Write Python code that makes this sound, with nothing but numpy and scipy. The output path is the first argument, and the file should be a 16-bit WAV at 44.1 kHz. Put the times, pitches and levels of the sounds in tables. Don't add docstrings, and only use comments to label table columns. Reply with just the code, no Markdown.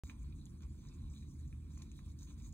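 import sys
import numpy as np
from scipy import signal
from scipy.fft import rfft, irfft
from scipy.io import wavfile
from scipy.ndimage import uniform_filter1d

SR = 44100
rng = np.random.default_rng(int(sys.argv[2]) if len(sys.argv) > 2 else 0)


def dump_mix(stems):
    frames = np.atleast_2d(stems).T
    limited = np.clip(frames, -1, 1)
    pcm = np.round(limited * 32767).astype(np.int16)
    wavfile.write(sys.argv[1], SR, pcm)


N = 111573
HZ = np.fft.rfftfreq(N, 1 / SR)


def amp(db):
    return 10 ** (np.asarray(db) / 20)


def unit(x):
    return x / np.sqrt(np.mean(x ** 2) + 1e-20)


def curve(points, hz):
    freqs, values = np.transpose(points)
    return np.interp(np.log(hz + 1), np.log(freqs + 1), values)


def add(mix, start_s, sound):
    part = mix[round(start_s * SR):][:len(sound)]
    part += sound[:len(part)]


def click(eq_db, size=1024):
    log_gain = np.log(amp(eq_db(abs(np.fft.fftfreq(size, 1 / SR)))))
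    return np.fft.ifft(np.exp(np.conj(signal.hilbert(log_gain)))).real[:size // 2]


def white():
    return rng.standard_normal(len(HZ)) + 1j * rng.standard_normal(len(HZ))


def flicker(x, depth_db, patch_hz=450, patch_s=.035):
    spectrum = signal.stft(x, SR, nperseg=256)[2]
    patches = rng.standard_normal(spectrum.shape[-2:])
    patches = uniform_filter1d(patches, round(patch_hz * 256 / SR), axis=0)
    patches = uniform_filter1d(patches, round(patch_s * SR / 128), axis=1)
    return unit(signal.istft(spectrum * amp(depth_db * unit(patches)), SR, nperseg=256)[1][..., :N])


# (frequency [Hz], left minus right [dB])
BALANCE = [(60, 0.6), (160, -2.5), (600, -0.5), (2000, -.5), (2400, -5), (2700, -1.5), (4000, -0.5)]
# (frequency [Hz], left lead [rad])
PHASE_LEAD = [(60, 0), (420, .4), (600, 2.9), (880, 3.1), (1020, 1.2), (1400, .3), (2400, .9), (2700, 2.8),
              (3900, 1.5), (7900, 6.2), (9700, 6.4), (11600, 9.3), (15200, 11.5)]
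def microphones(spectra):
    side = np.array([[.5], [-.5]])
    return irfft(spectra * amp(side * curve(BALANCE, HZ)) * np.exp(1j * side * curve(PHASE_LEAD, HZ)), N)


# (frequency [Hz], left-right coherence [0-1])
COHERENCE = [(50, 1), (300, 0.94), (500, 0.43), (700, 0.86), (1500, 0.23), (4000, 0.66), (7000, 0.95),
             (12000, 1), (15000, 1)]
def air(eq_db):
    alike = np.clip(curve(COHERENCE, HZ), 0, 1)
    left = white()
    right = alike * left + np.sqrt(1 - alike ** 2) * white()
    return unit(microphones(np.array([left, right]) * amp(eq_db)))


# (frequency [Hz], gain [dB])
RUMBLE_EQ = [(15, -42), (30, -32.5), (40, -7.5), (50, -2), (65, -7.5), (80, -3.5), (100, -22), (135, -15),
             (300, -58.5), (1000, -112)]
DRONE_EQ = [(40, -21.5), (90, -3.5), (145, 1.5), (170, -7.5), (205, -4), (335, -14), (385, -26.5),
            (480, -30), (560, -39), (1000, -58.5), (3000, -102)]
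HISS_EQ = [(300, -3.5), (700, 4.5), (1060, 5), (1350, -1.5), (2000, -5), (2380, 0), (2800, -8.5),
           (3830, -1), (5200, -6), (6600, -1.5), (10300, -6.5), (16000, -11.5)]
# (time [s], level [dB])
LOW_RIDE = [(.04, -39), (.11, -52.5), (.27, -40.5), (.37, -48.5), (.58, -52.5), (.66, -48), (.95, -52),
            (1.08, -41), (1.17, -55), (1.5, -48), (2.1, -51.5), (2.53, -47)]
def room_tone(hum_hz=75.55, hum_width_hz=8.3):
    hum = air(-20 * np.log10(1 + ((HZ - hum_hz) / hum_width_hz * 2) ** 2))
    rumble = air(curve(RUMBLE_EQ, HZ))
    drone = air(curve(DRONE_EQ, HZ))
    hiss = flicker(air(curve(HISS_EQ, HZ)), depth_db=3.5)
    ride = amp(np.interp(np.arange(N) / SR, *np.transpose(LOW_RIDE)))
    return (amp(-3) * rumble + amp(-4) * hum) * ride + amp(-54.5) * drone + amp(-75) * hiss


# (frequency [Hz], T60 [s])
REVERB_DECAY = [(500, 0.15), (2500, 0.13), (7000, 0.088), (15000, 0.11)]
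def in_tub(x, wet_db, wall_s=.0057, wall_db=-12.5):
    hz, t, noise = signal.stft(rng.standard_normal((2, 8192)), SR, nperseg=128)
    tails = signal.istft(noise * amp(-60 * t / curve(REVERB_DECAY, hz)[:, None]), SR, nperseg=128)[1]
    tails /= np.linalg.norm(tails, axis=1, keepdims=True)
    reverb = signal.fftconvolve(x[None], tails, axes=1)[:, :N]
    echo = amp(wall_db) * np.exp(-2j * np.pi * HZ * wall_s)
    return microphones(rfft(x) * (1 + echo) + amp(wet_db) * rfft(reverb))


def grains(eq, per_s, spread_db, clump_s=.087, clump_db=2):
    clumps = unit(irfft(white() * np.exp(-(HZ * clump_s) ** 2), N))
    sizes = amp(spread_db * np.minimum(rng.exponential(1, N), 4) + clump_db * clumps)
    impulses = sizes * rng.choice([-1, 1], N) * (rng.random(N) < per_s / SR)
    texture = signal.fftconvolve(impulses, click(lambda hz: curve(eq, hz)))[:N]
    return flicker(texture, depth_db=4)


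def bouts(rows):
    envelope = np.zeros(N)
    for start, length, db in rows:
        progress = np.clip((np.arange(N) / SR - start) / length, 0, 1)
        envelope += amp(db) * (4 * progress * (1 - progress)) ** .43
    return envelope


def spray(decay_s, per_s=6000, size=1024):
    t = np.arange(size) / SR
    debris = rng.standard_normal(size) * (rng.random(size) < per_s / SR) * np.exp(-t / decay_s)
    return (t == 0) + .48 * debris


# (start [s], length [s], scuff level [dB], rasp level [dB])
LEG_STROKES = [(0.006, 0.16, -73.5, -78), (0.153, 0.2, -80.5, -88), (0.356, 0.1, -83.5, -81),
               (0.602, 0.06, -72.5, -106), (0.699, 0.11, -79.5, -93), (0.8, 0.16, -75.5, -77),
               (0.935, 0.2, -77.5, -86.5), (1.127, 0.16, -78.5, -78.5), (1.366, 0.1, -89, -84.5),
               (1.69, 0.19, -74, -84), (1.885, 0.24, -84, -75), (2.18, 0.073, -81, -76),
               (2.266, 0.056, -71, -80), (2.346, 0.14, -74, -80)]
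# (frequency [Hz], gain [dB])
SCUFF_EQ = [(400, -7.5), (750, -4), (1050, 3), (1350, -10.5), (2050, -15), (2380, -5), (2750, -13.5),
            (4800, -11.5), (7000, -28.5)]
RASP_EQ = [(2000, -19), (2900, -11.5), (3400, -3), (3830, 7.5), (4500, -4), (5300, -7), (8000, -23.5)]
def leg_scratches():
    starts, lengths, scuff_db, rasp_db = np.transpose(LEG_STROKES)
    scuff = bouts(zip(starts, lengths, scuff_db)) * grains(SCUFF_EQ, per_s=900, spread_db=4.5)
    rasp = bouts(zip(starts, lengths, rasp_db)) * grains(RASP_EQ, per_s=900, spread_db=4.5)
    return in_tub(scuff + rasp, wet_db=-3.5)


# (time [s], level [dB], tilt [dB/octave], skid decay [s], crack against ring [dB])
TAP_CUES = [(0.0972, -30.5, -5.5, 0.00011, -5.5), (0.324, -45.5, 7, 0.0041, 2),
            (1.1368, -48.5, 11, 0.0025, -1), (1.2245, -46.5, 7, .003, -6), (1.527, -43, -1, 0.00047, -14),
            (1.7735, -43, -18, 0.0027, -18), (1.822, -44, 1, 0.0012, -7), (1.916, -47, 1, 0.0018, 1),
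            (1.9906, -41, -12.5, 0.00023, -18)]
# (frequency [Hz], level [dB], T60 [s])
TUB_MODES = [(1046, -7, 0.0081), (1330, -11.5, 0.008), (1740, 1, 0.0066), (2364, 2, 0.011),
             (2970, -16.5, 0.003), (3360, -12, 0.0066), (3840, -11, 0.014)]
# (frequency [Hz], gain [dB])
TAP_CRACK_EQ = [(600, -23.5), (2200, 2.5), (3800, -1), (4500, -16), (15000, -26)]
def tub_taps(rise_s=.00024):
    track, t = np.zeros(N), np.arange(2048) / SR
    crack = unit(click(lambda hz: curve(TAP_CRACK_EQ, hz), size=2 * len(t)))
    attack = 1 - np.exp(-(t / rise_s) ** 2)
    for start, db, tilt_db, skid_s, crack_db in TAP_CUES:
        ring = np.zeros(len(t))
        for k, (hz, mode_db, t60) in enumerate(TUB_MODES):
            envelope = amp(mode_db + tilt_db * np.log2(hz) - 60 * t / t60)
            ring += (-1) ** k * envelope * np.sin(2 * np.pi * hz * t)
        knock = np.convolve(unit(ring * attack) + amp(crack_db) * crack, spray(skid_s))
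        add(track, start, amp(db) * knock / np.linalg.norm(knock))
    return in_tub(track, wet_db=-6)


# (start [s], length [s], level [dB])
CHEW_BOUTS = [(0.02, 0.1, -68), (0.19, 0.05, -75), (0.35, 0.057, -73), (0.49, 0.023, -79),
              (0.615, 0.022, -79), (0.715, 0.057, -77.5), (0.8, 0.092, -79.5), (0.93, 0.035, -75),
              (1.09, 0.16, -76.5), (1.265, 0.11, -78.5), (1.375, 0.05, -76), (1.69, 0.15, -76),
              (1.82, 0.049, -79), (1.945, 0.055, -71), (2.04, 0.091, -75.5), (2.185, 0.093, -70),
              (2.275, 0.072, -72), (2.37, 0.056, -72.5), (2.425, 0.072, -69)]
# (frequency [Hz], gain [dB])
CHEW_EQ = [(2800, -40), (3850, -14.5), (5500, -7.5), (6400, 5.5), (7300, -1), (8000, -4.5), (8800, -6.5),
           (10500, -13.5), (12000, -19.5), (14500, -10), (16000, -11)]
def chewing():
    crackle = grains(CHEW_EQ, per_s=1800, spread_db=3.5)
    slips = amp(-10) * grains(CHEW_EQ, per_s=220, spread_db=3.5)
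    return in_tub(bouts(CHEW_BOUTS) * (crackle + slips), wet_db=-3.5)


# (time [s], level [dB], pitch [Hz], spray decay [s])
SNAP_CUES = [(0.087, -51, 7700, .001), (0.2305, -48, 8300, 0.00082), (0.4557, -38.5, 8300, 0.0011),
             (0.466, -45, 3350, 0.0023), (0.6222, -47, 6300, 0.0019), (0.635, -49, 6200, 0.00088),
             (0.871, -47, 6740, 0.00092), (0.8865, -41, 5500, 0.0034), (1.1, -46.5, 6940, 0.0025),
             (1.107, -53, 6930, 0.0015), (1.136, -50, 7050, 0.0011), (1.18, -48, 7000, .001),
             (1.478, -49, 6700, 0.0017), (1.7786, -41.5, 6660, 0.0012), (1.822, -37, 7900, 0.0049),
             (1.8194, -38.5, 3230, 0.0019), (1.9168, -41.5, 7240, 0.0008), (2.189, -41, 7060, 0.0036),
             (2.21, -50, 6800, .001), (2.221, -49, 7200, 0.00043), (2.231, -38.5, 6760, 0.00041),
             (2.423, -44.5, 6740, 0.0008), (2.4747, -57, 7200, 0.0012), (2.5259, -41.5, 7100, 0.0017)]
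# (frequency [Hz], gain [dB])
SHELL_EQ = [(500, -53), (1500, -10), (3000, 4.5), (4000, 11.5), (6500, 12), (9000, -2), (12000, 8),
            (16000, -16)]
def shell_snaps(skirt_db=-21.5):
    track = np.zeros(N)
    for start, db, pitch_hz, decay_s in SNAP_CUES:
        width_oct = .42 * 2 ** ((db + 43.5) / 10.5)

        def crack_eq(hz):
            bell = np.exp(-(np.log2((hz + 1) / pitch_hz) / width_oct) ** 2)
            return curve(SHELL_EQ, hz) + 20 * np.log10(amp(skirt_db) + bell)

        snap = np.convolve(spray(decay_s), click(crack_eq))
        add(track, start, amp(db) * snap / np.linalg.norm(snap))
    return in_tub(track, wet_db=-5.5)


def scene():
    return room_tone() + tub_taps() + shell_snaps() + chewing() + leg_scratches()


def record(dry, silence_s=.036, cutoff_hz=15800):
    gated = dry * (np.arange(N) / SR >= silence_s)
    lowpass = signal.firwin(511, cutoff_hz, window=("kaiser", 9), fs=SR)
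    return signal.oaconvolve(gated, lowpass[None], "same")


dry = scene()
out = record(dry)
dump_mix(out)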